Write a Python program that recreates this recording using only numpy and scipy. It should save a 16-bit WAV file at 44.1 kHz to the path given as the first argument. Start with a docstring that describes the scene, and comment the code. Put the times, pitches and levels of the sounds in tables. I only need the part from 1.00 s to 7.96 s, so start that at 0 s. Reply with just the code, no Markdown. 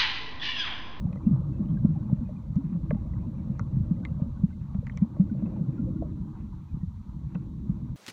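"""Just under the sea surface, heard from inside a sealed camera housing.
Swirling water nudges the housing: low notes that swell and die make strong thumps, random pushes small ones.
Flow noise makes a deep surge and a rush, and keeps the shell humming in its resonances.
Something small ticks against the shell, with a bounce after each tick, and bubbles ring as short dying notes.
The microphone adds a faint hiss and a very weak, thin tone, and the top of the treble is cut off."""
import sys
import numpy as np
from scipy import signal
from scipy.fft import rfft, irfft
from scipy.io import wavfile

SR = 44100
rng = np.random.default_rng(int(sys.argv[2]) if len(sys.argv) > 2 else 0)


def generate_wav(sig):
    """Save sig (samples, or channels by samples) to the path in sys.argv[1] as 16-bit PCM at SR."""
    pcm = np.round(np.clip(np.atleast_2d(sig).T, -1, 1) * 32767).astype(np.int16)
    wavfile.write(sys.argv[1], SR, pcm)


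N = 306936   # length in samples, about 7 s

# Resonances (modes) of the shell in five groups, from low to high:
# pitch_hz, width_hz (basic width), level_db (against the other modes)
LOW_MODES = [(466, 30, -5), (535.3, 61, 1.5), (603.4, 43, -1.5), (643, 240, -5.5)]
MIDDLE_MODES = [(868, 210, 3), (968, 150, 2), (1101.5, 51, -0.5), (1222, 76, -2), (1368, 20, -10),
                (1520, 120, -10.5)]
UPPER_MODES = [(1810, 160, -8.5), (1870, 300, 2), (2050, 46, -0.5), (2270, 230, 0), (2530, 110, -7.5)]
HIGH_MODES = [(2920, 2400, -9), (2970, 130, -6.5), (3200, 460, -1.5), (3780, 720, 5), (4480, 320, -5.5),
              (5050, 690, -11.5)]
TOP_MODES = [(6100, 790, 6.5), (5800, 700, 8), (6870, 580, 4), (7230, 270, 0.5)]


def from_db(db):
    """Turn decibels into a plain multiplier."""
    return 10 ** (np.asarray(db) / 20)


def rms_one(x):
    """Scale a sound to an average strength (rms) of 1."""
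    return x / np.sqrt(np.mean(x ** 2) + 1e-20)


def at_hz(points, hz):
    """Read a (pitch, level) curve at any pitch, in straight lines over octaves."""
    point_hz, point_db = np.transpose(points)
    return np.interp(np.log(hz), np.log(point_hz), point_db)


def drift(rate):
    """Slow random wandering of spread 1, with about rate changes a second."""
    step = 40   # samples between the points of the slow curve
    r = np.exp(-2 * np.pi * rate * step / SR)
    noise = rng.standard_normal(N // step + 2002)
    slow = signal.lfilter([1], [1, -2 * r, r * r], noise)[2000:]   # skip the filter's start-up
    return np.interp(np.arange(N) / step, np.arange(len(slow)), rms_one(slow))


def coloured(spectrum):
    """Steady noise whose spectrum has the given shape, at rms 1."""
    hz = np.maximum(np.fft.rfftfreq(N, 1 / SR), 1)
    shaped = rfft(rng.standard_normal(N)) * from_db(at_hz(spectrum, hz))
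    return rms_one(irfft(shaped, N))


def resonate(x, hz, width_hz):
    """One resonance: it passes sound near its pitch, with gain 1 at the top."""
    r = np.exp(-np.pi * width_hz / SR)
    top = [(1 - r * r) / 2, 0, (r * r - 1) / 2]
    bottom = [1, -2 * r * np.cos(2 * np.pi * hz / SR), r * r]
    return signal.lfilter(top, bottom, x)


def grains(per_s, spread_db):
    """Random pushes of uneven size and either sign."""
    sizes = from_db(spread_db * np.minimum(rng.exponential(1, N), 5))
    signs = rng.choice([-1, 1], N)
    happens = rng.random(N) < per_s / SR
    return sizes * signs * happens + 1e-18   # the tiny offset avoids pure silence


def add_note(out, start_s, peak_db, hz, t60_s, rise_s, turn, glide=0):
    """Add a sine that swells, then falls 60 dB per t60_s; turn is its starting point in its cycle.

    The pitch glides by glide octaves a second for the first 30 ms, then stays.
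    """
    t = np.arange(int(1.1 * t60_s * SR) + 50) / SR
    shape = (1 - np.exp(-(t / rise_s) ** 2)) * from_db(-60 * t / t60_s)
    cycles = np.cumsum(hz * 2 ** (glide * np.minimum(t, 0.03))) / SR
    note = from_db(peak_db) * shape / shape.max() * np.sin(2 * np.pi * (cycles + turn))
    first = round(start_s * SR)
    out[first:first + len(t)] += note[:N - first]


def strike(out, start_s, peaks_db, modes, length, swell_cycles):
    """A blow rings every mode with a chance strength and phase; narrow modes ring longer."""
    for (hz, width_hz, level_db), peak_db in zip(modes, peaks_db):
        mode_db = peak_db + level_db - 4.5 + rng.normal(0, 1.3)
        t60_s = length * 3.52 / width_hz
        add_note(out, start_s, mode_db, hz, t60_s, swell_cycles / hz, rng.random())


def fizz(level_db):
    """Clumps of tiny bubbles ring briefly, in 20 pitch bands; smaller bubbles ring higher."""
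    out = np.zeros(N)
    clumps = from_db(7.1 * drift(rate=7.2))
    for hz in np.geomspace(800, 2750, 20):
        born = grains(per_s=40 * clumps, spread_db=2.2)
        ringing = resonate(resonate(born, hz, width_hz=110.0), hz, width_hz=160.0)
        # higher bands are fainter, but those above 2300 Hz get a lift
        band_db = -6.0 * np.log2(hz / 2000) + 2.6 * (hz > 2300)
        out += from_db(band_db) * rms_one(ringing)
    return from_db(level_db) * out


def wash(modes, level_db, patchy_db):
    """Flow noise keeps a group of shell modes sounding, each swelling and fading in patches."""
    out = np.zeros(N)
    together = drift(rate=12.0)   # a wandering that the whole group shares
    for hz, width_hz, mode_db in modes:
        hum_width_hz = 1.4 * width_hz
        hum = resonate(resonate(rng.standard_normal(N), hz, hum_width_hz), hz, hum_width_hz)
        patches_db = patchy_db * (0.98 * together + drift(rate=42.0))
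        out += from_db(mode_db + patches_db) * rms_one(hum)
    return from_db(level_db) * rms_one(out)


def shell_hum(low_db, middle_db):
    """All five groups of shell modes hum in the flow; the two lowest follow the moving water."""
    hum = wash(LOW_MODES, low_db, patchy_db=2.5)
    hum += wash(MIDDLE_MODES, middle_db, patchy_db=2.5)
    hum += wash(UPPER_MODES, level_db=-84.5, patchy_db=2.5)
    hum += wash(HIGH_MODES, level_db=-80, patchy_db=0.25)
    hum += wash(TOP_MODES, level_db=-85.5, patchy_db=-0.2)
    return hum


def water_rush(level_db):
    """The rush of moving water: noise mostly between 250 and 350 Hz, with an unsteady level."""
    # shape of the rush's spectrum: pitch_hz, level_db (per Hz, relative)
    rush_spectrum = [(200, -32), (250, -1.5), (320, 2), (350, -8), (400, -18.5), (480, -25), (700, -74.5)]
    return from_db(level_db + 1.7 * drift(rate=14.0)) * coloured(rush_spectrum)


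def deep_surge(level_db):
    """The deep surge of the water: noise mostly between 48 and 110 Hz, with an unsteady level."""
    # shape of the surge's spectrum: pitch_hz, level_db (per Hz, relative)
    surge_spectrum = [(8.8, -52), (15, -24), (48, 3.5), (110, 1.5), (140, -29), (240, -120)]
    return from_db(level_db + 2.5 * drift(rate=16.0)) * coloured(surge_spectrum)


def clear_bubbles():
    """The clearest small bubbles: each rings as one sine that swells and dies."""
    # bubbles: start_s, peak_db, pitch_hz, t60_s (time to fall by 60 dB)
    bubble_table = [(0.066, -45, 766, 0.011), (0.169, -56, 1990, 0.017), (0.226, -69, 2368, 0.049),
                    (0.255, -67.5, 2700, 0.043), (0.321, -56, 1204, .05), (0.529, -68, 2627, 0.056),
                    (0.565, -71, 2600, .05), (0.769, -54, 1600, 0.024), (0.957, -45, 788, 0.021),
                    (1.115, -46, 602, 0.029), (1.251, -69, 2480, 0.064), (1.361, -65, 2430, 0.032),
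                    (1.962, -50, 810, 0.052), (2.133, -56, 1981, 0.017), (2.182, -69, 2110, 0.055),
                    (2.383, -70, 2282, .06), (2.96, -69, 2000, 0.042), (2.991, -77, 2220, 0.055),
                    (3.026, -59, 1500, 0.067), (3.213, -49.5, 558, 0.2), (3.367, -61.5, 1480, 0.035),
                    (3.503, -63, 1520, 0.049), (3.523, -64, 2090, 0.043), (3.827, -42, 505, 0.013),
                    (4.011, -67, 2325, 0.048), (4.295, -55.5, 1480, 0.023), (4.374, -74, 2670, 0.071),
                    (4.56, -48, 853, 0.02), (4.777, -56, 1390, 0.079), (4.865, -40, 520, 0.083),
                    (4.963, -60, 1410, 0.034), (5.018, -46, 668, 0.033), (5.04, -46.5, 602, 0.069),
                    (5.684, -70, 2497, .05), (5.712, -73, 2368, .05), (5.808, -69, 1880, 0.067)]
    out = np.zeros(N)
    for start_s, peak_db, hz, t60_s in bubble_table:
        add_note(out, start_s, peak_db, hz, t60_s, rise_s=7.8 / hz + 0.0043, turn=0)
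    return out


def shell_ticks():
    """Something small ticks on the shell: it rings itself, rings the shell, and bounces once."""
    # ticks: start_s, level_db (base level), own_pitch_hz (of the ticking thing),
    # fall_below and fall_above (dB per octave away from that pitch),
    # ring_length (1 = usual), top_lift_db (for the modes above 4 kHz)
    tick_table = [(0.1279, -58, 2490, -5, 7, 0.79, -5.5), (0.157, -55, 1270, -8, 6, 0.76, -4),
                  (0.273, -50, 600, 12.5, 9, .9, -8), (0.654, -68.5, 2900, 11, 9, .8, -9),
                  (0.686, -67, 3110, 7.5, 11.5, 0.65, -7), (0.702, -69, 3230, 9, 9, 0.67, -6),
                  (0.851, -39.5, 610, -1, 11.5, 0.36, -1.5), (1.095, -47.5, 845, -3.5, 21, 0.84, -4),
                  (1.2895, -48, 595, 8, 14, 1.7, -8), (1.557, -51.5, 606, 3, 3.5, 0.57, -2),
                  (1.9062, -46, 2370, -7, 11, .4, -7.5), (1.908, -40.5, 1680, -8, 25, 0.35, -10.5),
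                  (1.9438, -47.5, 610, 6, 8.5, 1, -6), (2.0684, -54.5, 690, 1, 31, 1, -3),
                  (2.134, -64, 1990, -6.5, 21, 0.64, 1.5), (2.594, -37.5, 1383, 4, 16, 0.65, 18),
                  (3.0509, -39.5, 2124, 8, 4, 0.78, -13.5), (3.197, -49.5, 600, 7, 16, 0.8, 1),
                  (3.7455, -44, 620, 13, 9, 0.5, -6), (3.8686, -39.5, 1920, 9.5, 19, 0.34, 15),
                  (3.897, -43.5, 1900, 13, 24, 0.38, 12), (3.9206, -66, 3100, 4, 21, .9, 4),
                  (3.9736, -45, 2250, 6, 8.5, 0.61, 7.5), (4.1644, -44.5, 615, 12, 14.5, 1.2, 0),
                  (4.2, -42, 612, 3, 19, 1, -9), (4.207, -59.5, 1285, 2, 2, 0.43, -17),
                  (4.4203, -47, 600, 0, 12, .9, -3), (4.458, -64, 2600, -6.5, 25, 1.3, -4),
                  (5.0213, -38.5, 654, -5, 22, 1, -4), (6.3465, -50, 810, 0, 6, 1, -5),
                  (6.3505, -53, 2620, 7, 21, 1, 3), (6.3525, -51.5, 1485, -3, 22, .9, -4)]
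    swell_cycles = 1.9
    shell = LOW_MODES + MIDDLE_MODES + UPPER_MODES + HIGH_MODES + TOP_MODES
    mode_hz = np.array(shell)[:, 0]
    bright = mode_hz > 4000
    out = np.zeros(N)
    for start_s, level_db, own_hz, fall_below, fall_above, length, top_lift_db in tick_table:
        octaves = np.log2(mode_hz / own_hz)
        fall_db = np.where(octaves > 0, fall_above, -fall_below) * octaves
        peaks_db = level_db - fall_db + top_lift_db * bright
        add_note(out, start_s, level_db + 3, own_hz, length * 0.033, swell_cycles / own_hz, rng.random())
        strike(out, start_s, peaks_db, shell, length, swell_cycles)
        # a weaker, duller bounce 5 to 10 ms later
        bounce_s = start_s + rng.uniform(0.0049, 0.0095)
        strike(out, bounce_s, peaks_db - 11.5 - 9.0 * bright, shell, length, swell_cycles)
    return out


def small_thumps(level_db):
    """Eddies push the housing at random; each push rocks it for a few cycles at its own pitch."""
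    # loudness of the small thumps by pitch: pitch_hz, level_db (relative)
    thump_spread = [(80, -7.5), (97, -11), (129, 5.5), (160, -0.5), (189, 2.5), (227, -2.5), (260, -22.5)]
    out = np.zeros(N)
    for hz in np.geomspace(85, 255, 11):
        width_hz = hz / 6.62
        pushes = grains(per_s=30.0, spread_db=3.0)
        rocking = resonate(resonate(pushes, hz, width_hz), hz, width_hz)
        out += from_db(at_hz(thump_spread, hz)) * np.sqrt(width_hz) * rms_one(rocking)
    return from_db(level_db + 1.0) * rms_one(out)


def strong_thumps():
    """Strong nudges of water: a low gliding note, then a dull knock in the low shell modes."""
    # thumps: start_s, peak_db, start_pitch_hz, glide (octaves per s), t60_s (time to fall by 60 dB)
    thump_table = [(0.051, -19.5, 180, -42, 0.034), (0.265, -10, 171, 24.5, 0.058),
                   (0.309, -12.5, 184, 5.5, .056), (0.324, -14, 163.7, -12.5, .18),
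                   (0.445, -28, 148.4, -12, 0.13), (0.601, -17.5, 202, -5, 0.037),
                   (0.721, -24, 191, 14.5, 0.046), (0.801, -25.5, 171, -25, 0.043),
                   (0.847, -7, 173.4, 19.5, 0.027), (0.88, -21.5, 169.4, -4.5, 0.36),
                   (1.126, -10.5, 186, -27.5, 0.033), (1.229, -19.5, 150, -11.5, 0.03),
                   (1.5, -23, 119.7, 19, 0.069), (1.56, -15, 127.8, 36.5, 0.11),
                   (1.638, -22.5, 193.6, -16, 0.16), (1.718, -23, 235.8, -25, 0.22),
                   (1.748, -18, 169.6, 0, 0.1), (1.833, -20, 130.6, 13, 0.043), (1.891, -23, 147, 2, 0.12),
                   (1.926, -17.5, 172.5, 28, 0.041), (1.95, -18, 169, 11, 0.035),
                   (2.164, -22.5, 185, -48.5, 0.11), (2.494, -25.5, 140, -1.5, 0.14),
                   (2.609, -20.5, 143, -30, 0.053), (2.766, -16.5, 205, -41.5, 0.051),
                   (2.802, -17.5, 183, -39, 0.14), (2.908, -13.5, 197, -10.5, 0.066),
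                   (3.105, -26.5, 157, -1.5, 0.16), (3.218, -14.5, 158.5, 8.5, 0.027),
                   (3.435, -10, 148, 24.5, 0.047), (3.748, -20, 132.6, 43, 0.031),
                   (3.784, -19, 136, -28, 0.049), (4.018, -11.5, 173, 14, 0.074),
                   (4.195, -9.5, 168.2, 8, 0.12), (4.31, -21.5, 243, -14, 0.12),
                   (4.419, -20.5, 216.3, -0.4, 0.18), (4.607, -16, 159, 9, 0.058),
                   (4.793, -19, 226, -2, 0.035), (4.96, -24.5, 184, -1, 0.033),
                   (5.536, -25.5, 129, -28, .065), (5.742, -20, 157, -20, 0.026),
                   (5.77, -22.5, 171, -43, 0.021), (5.831, -20.5, 147, 23, 0.031),
                   (6.164, -26.5, 146, 26.5, 0.033), (6.349, -21.5, 165.6, 5.5, 0.093),
                   (6.693, -17, 158, 16.5, 0.05), (6.826, -26.5, 139, -3.5, 0.11)]
    out = np.zeros(N)
    for start_s, peak_db, hz, glide, t60_s in thump_table:
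        add_note(out, start_s, peak_db, hz, t60_s, rise_s=0.006, turn=rng.random(), glide=glide)
        knock_db = np.full(len(LOW_MODES), peak_db - 42.5)
        strike(out, start_s + 0.0028, knock_db, LOW_MODES, length=0.63, swell_cycles=0.62)
    return out


def scene():
    """The water and the shell together, as one channel."""
    # moving water, joined by straight lines: time_s, small_thumps_db (base level), surge_db, rush_db,
    # low_wash_db (in the low shell modes), middle_wash_db (in the middle shell modes)
    water_table = [(0.0, -33, -33, -55, -62.5, -63.5), (0.25, -35, -37.5, -44.5, -57, -60.5),
                   (0.75, -30, -37.5, -45, -58.5, -62), (1.43, -38, -39, -59.5, -66, -65),
                   (1.72, -38.5, -39.5, -49, -61, -63), (1.84, -41, -30.5, -48.5, -63, -64),
                   (2.23, -34, -38.5, -52, -59.5, -63.5), (2.89, -35.5, -38, -49, -61, -65),
                   (3.02, -32.5, -37, -51.5, -55, -61.5), (3.61, -40, -37.5, -59.5, -68.5, -66.5),
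                   (3.97, -36.5, -36.5, -64, -63.5, -63), (4.11, -35.5, -46, -49, -63.5, -62.5),
                   (4.21, -37.5, -35, -46.5, -59, -65.5), (4.63, -32, -43, -41.5, -56, -63),
                   (4.9, -33.5, -35.5, -40.5, -60.5, -64.5), (5.7, -45, -42.5, -59, -79.5, -66),
                   (5.74, -41, -30, -54.5, -81, -65), (5.99, -46.5, -42, -79, -82.5, -67.5),
                   (6.05, -42, -35.5, -62.5, -78, -66.5), (6.38, -39.5, -42, -48.5, -71, -66.5),
                   (6.94, -36.5, -40, -52, -69, -67), (6.96, -39, -49, -53, -68, -68)]
    time_s, *columns = np.transpose(water_table)
    t = np.arange(N) / SR
    thump_db, surge_db, rush_db, low_db, middle_db = [np.interp(t, time_s, c) for c in columns]
    # the fizz follows about a third of the low wash's swing
    fizz_db = -90 + 0.32 * (low_db - low_db.mean())
    background = fizz(fizz_db) + shell_hum(low_db, middle_db)
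    water = water_rush(rush_db) + deep_surge(surge_db)
    details = clear_bubbles() + shell_ticks()
    thumps = small_thumps(thump_db) + strong_thumps()
    return (background + water + details + thumps)[None]


def record(dry):
    """The microphone adds noise and a thin electronic tone; a steep filter cuts the top."""
    # shape of the hiss's spectrum: pitch_hz, level_db (per Hz, relative)
    hiss_spectrum = [(1000, -8), (7000, -2.5), (9000, -3), (10300, -9), (11000, -6.5), (15000, -5.5)]
    hiss = from_db(-82) * coloured(hiss_spectrum)
    whine = from_db(-107) * np.sin(2 * np.pi * 12042 * np.arange(N) / SR)
    # at least 30 dB down from 15050 Hz upwards
    top_cut = signal.cheby2(24, 30, 15050, fs=SR, output="sos")
    return signal.sosfilt(top_cut, dry + hiss + whine)


dry = scene()
out = record(dry)
generate_wav(out)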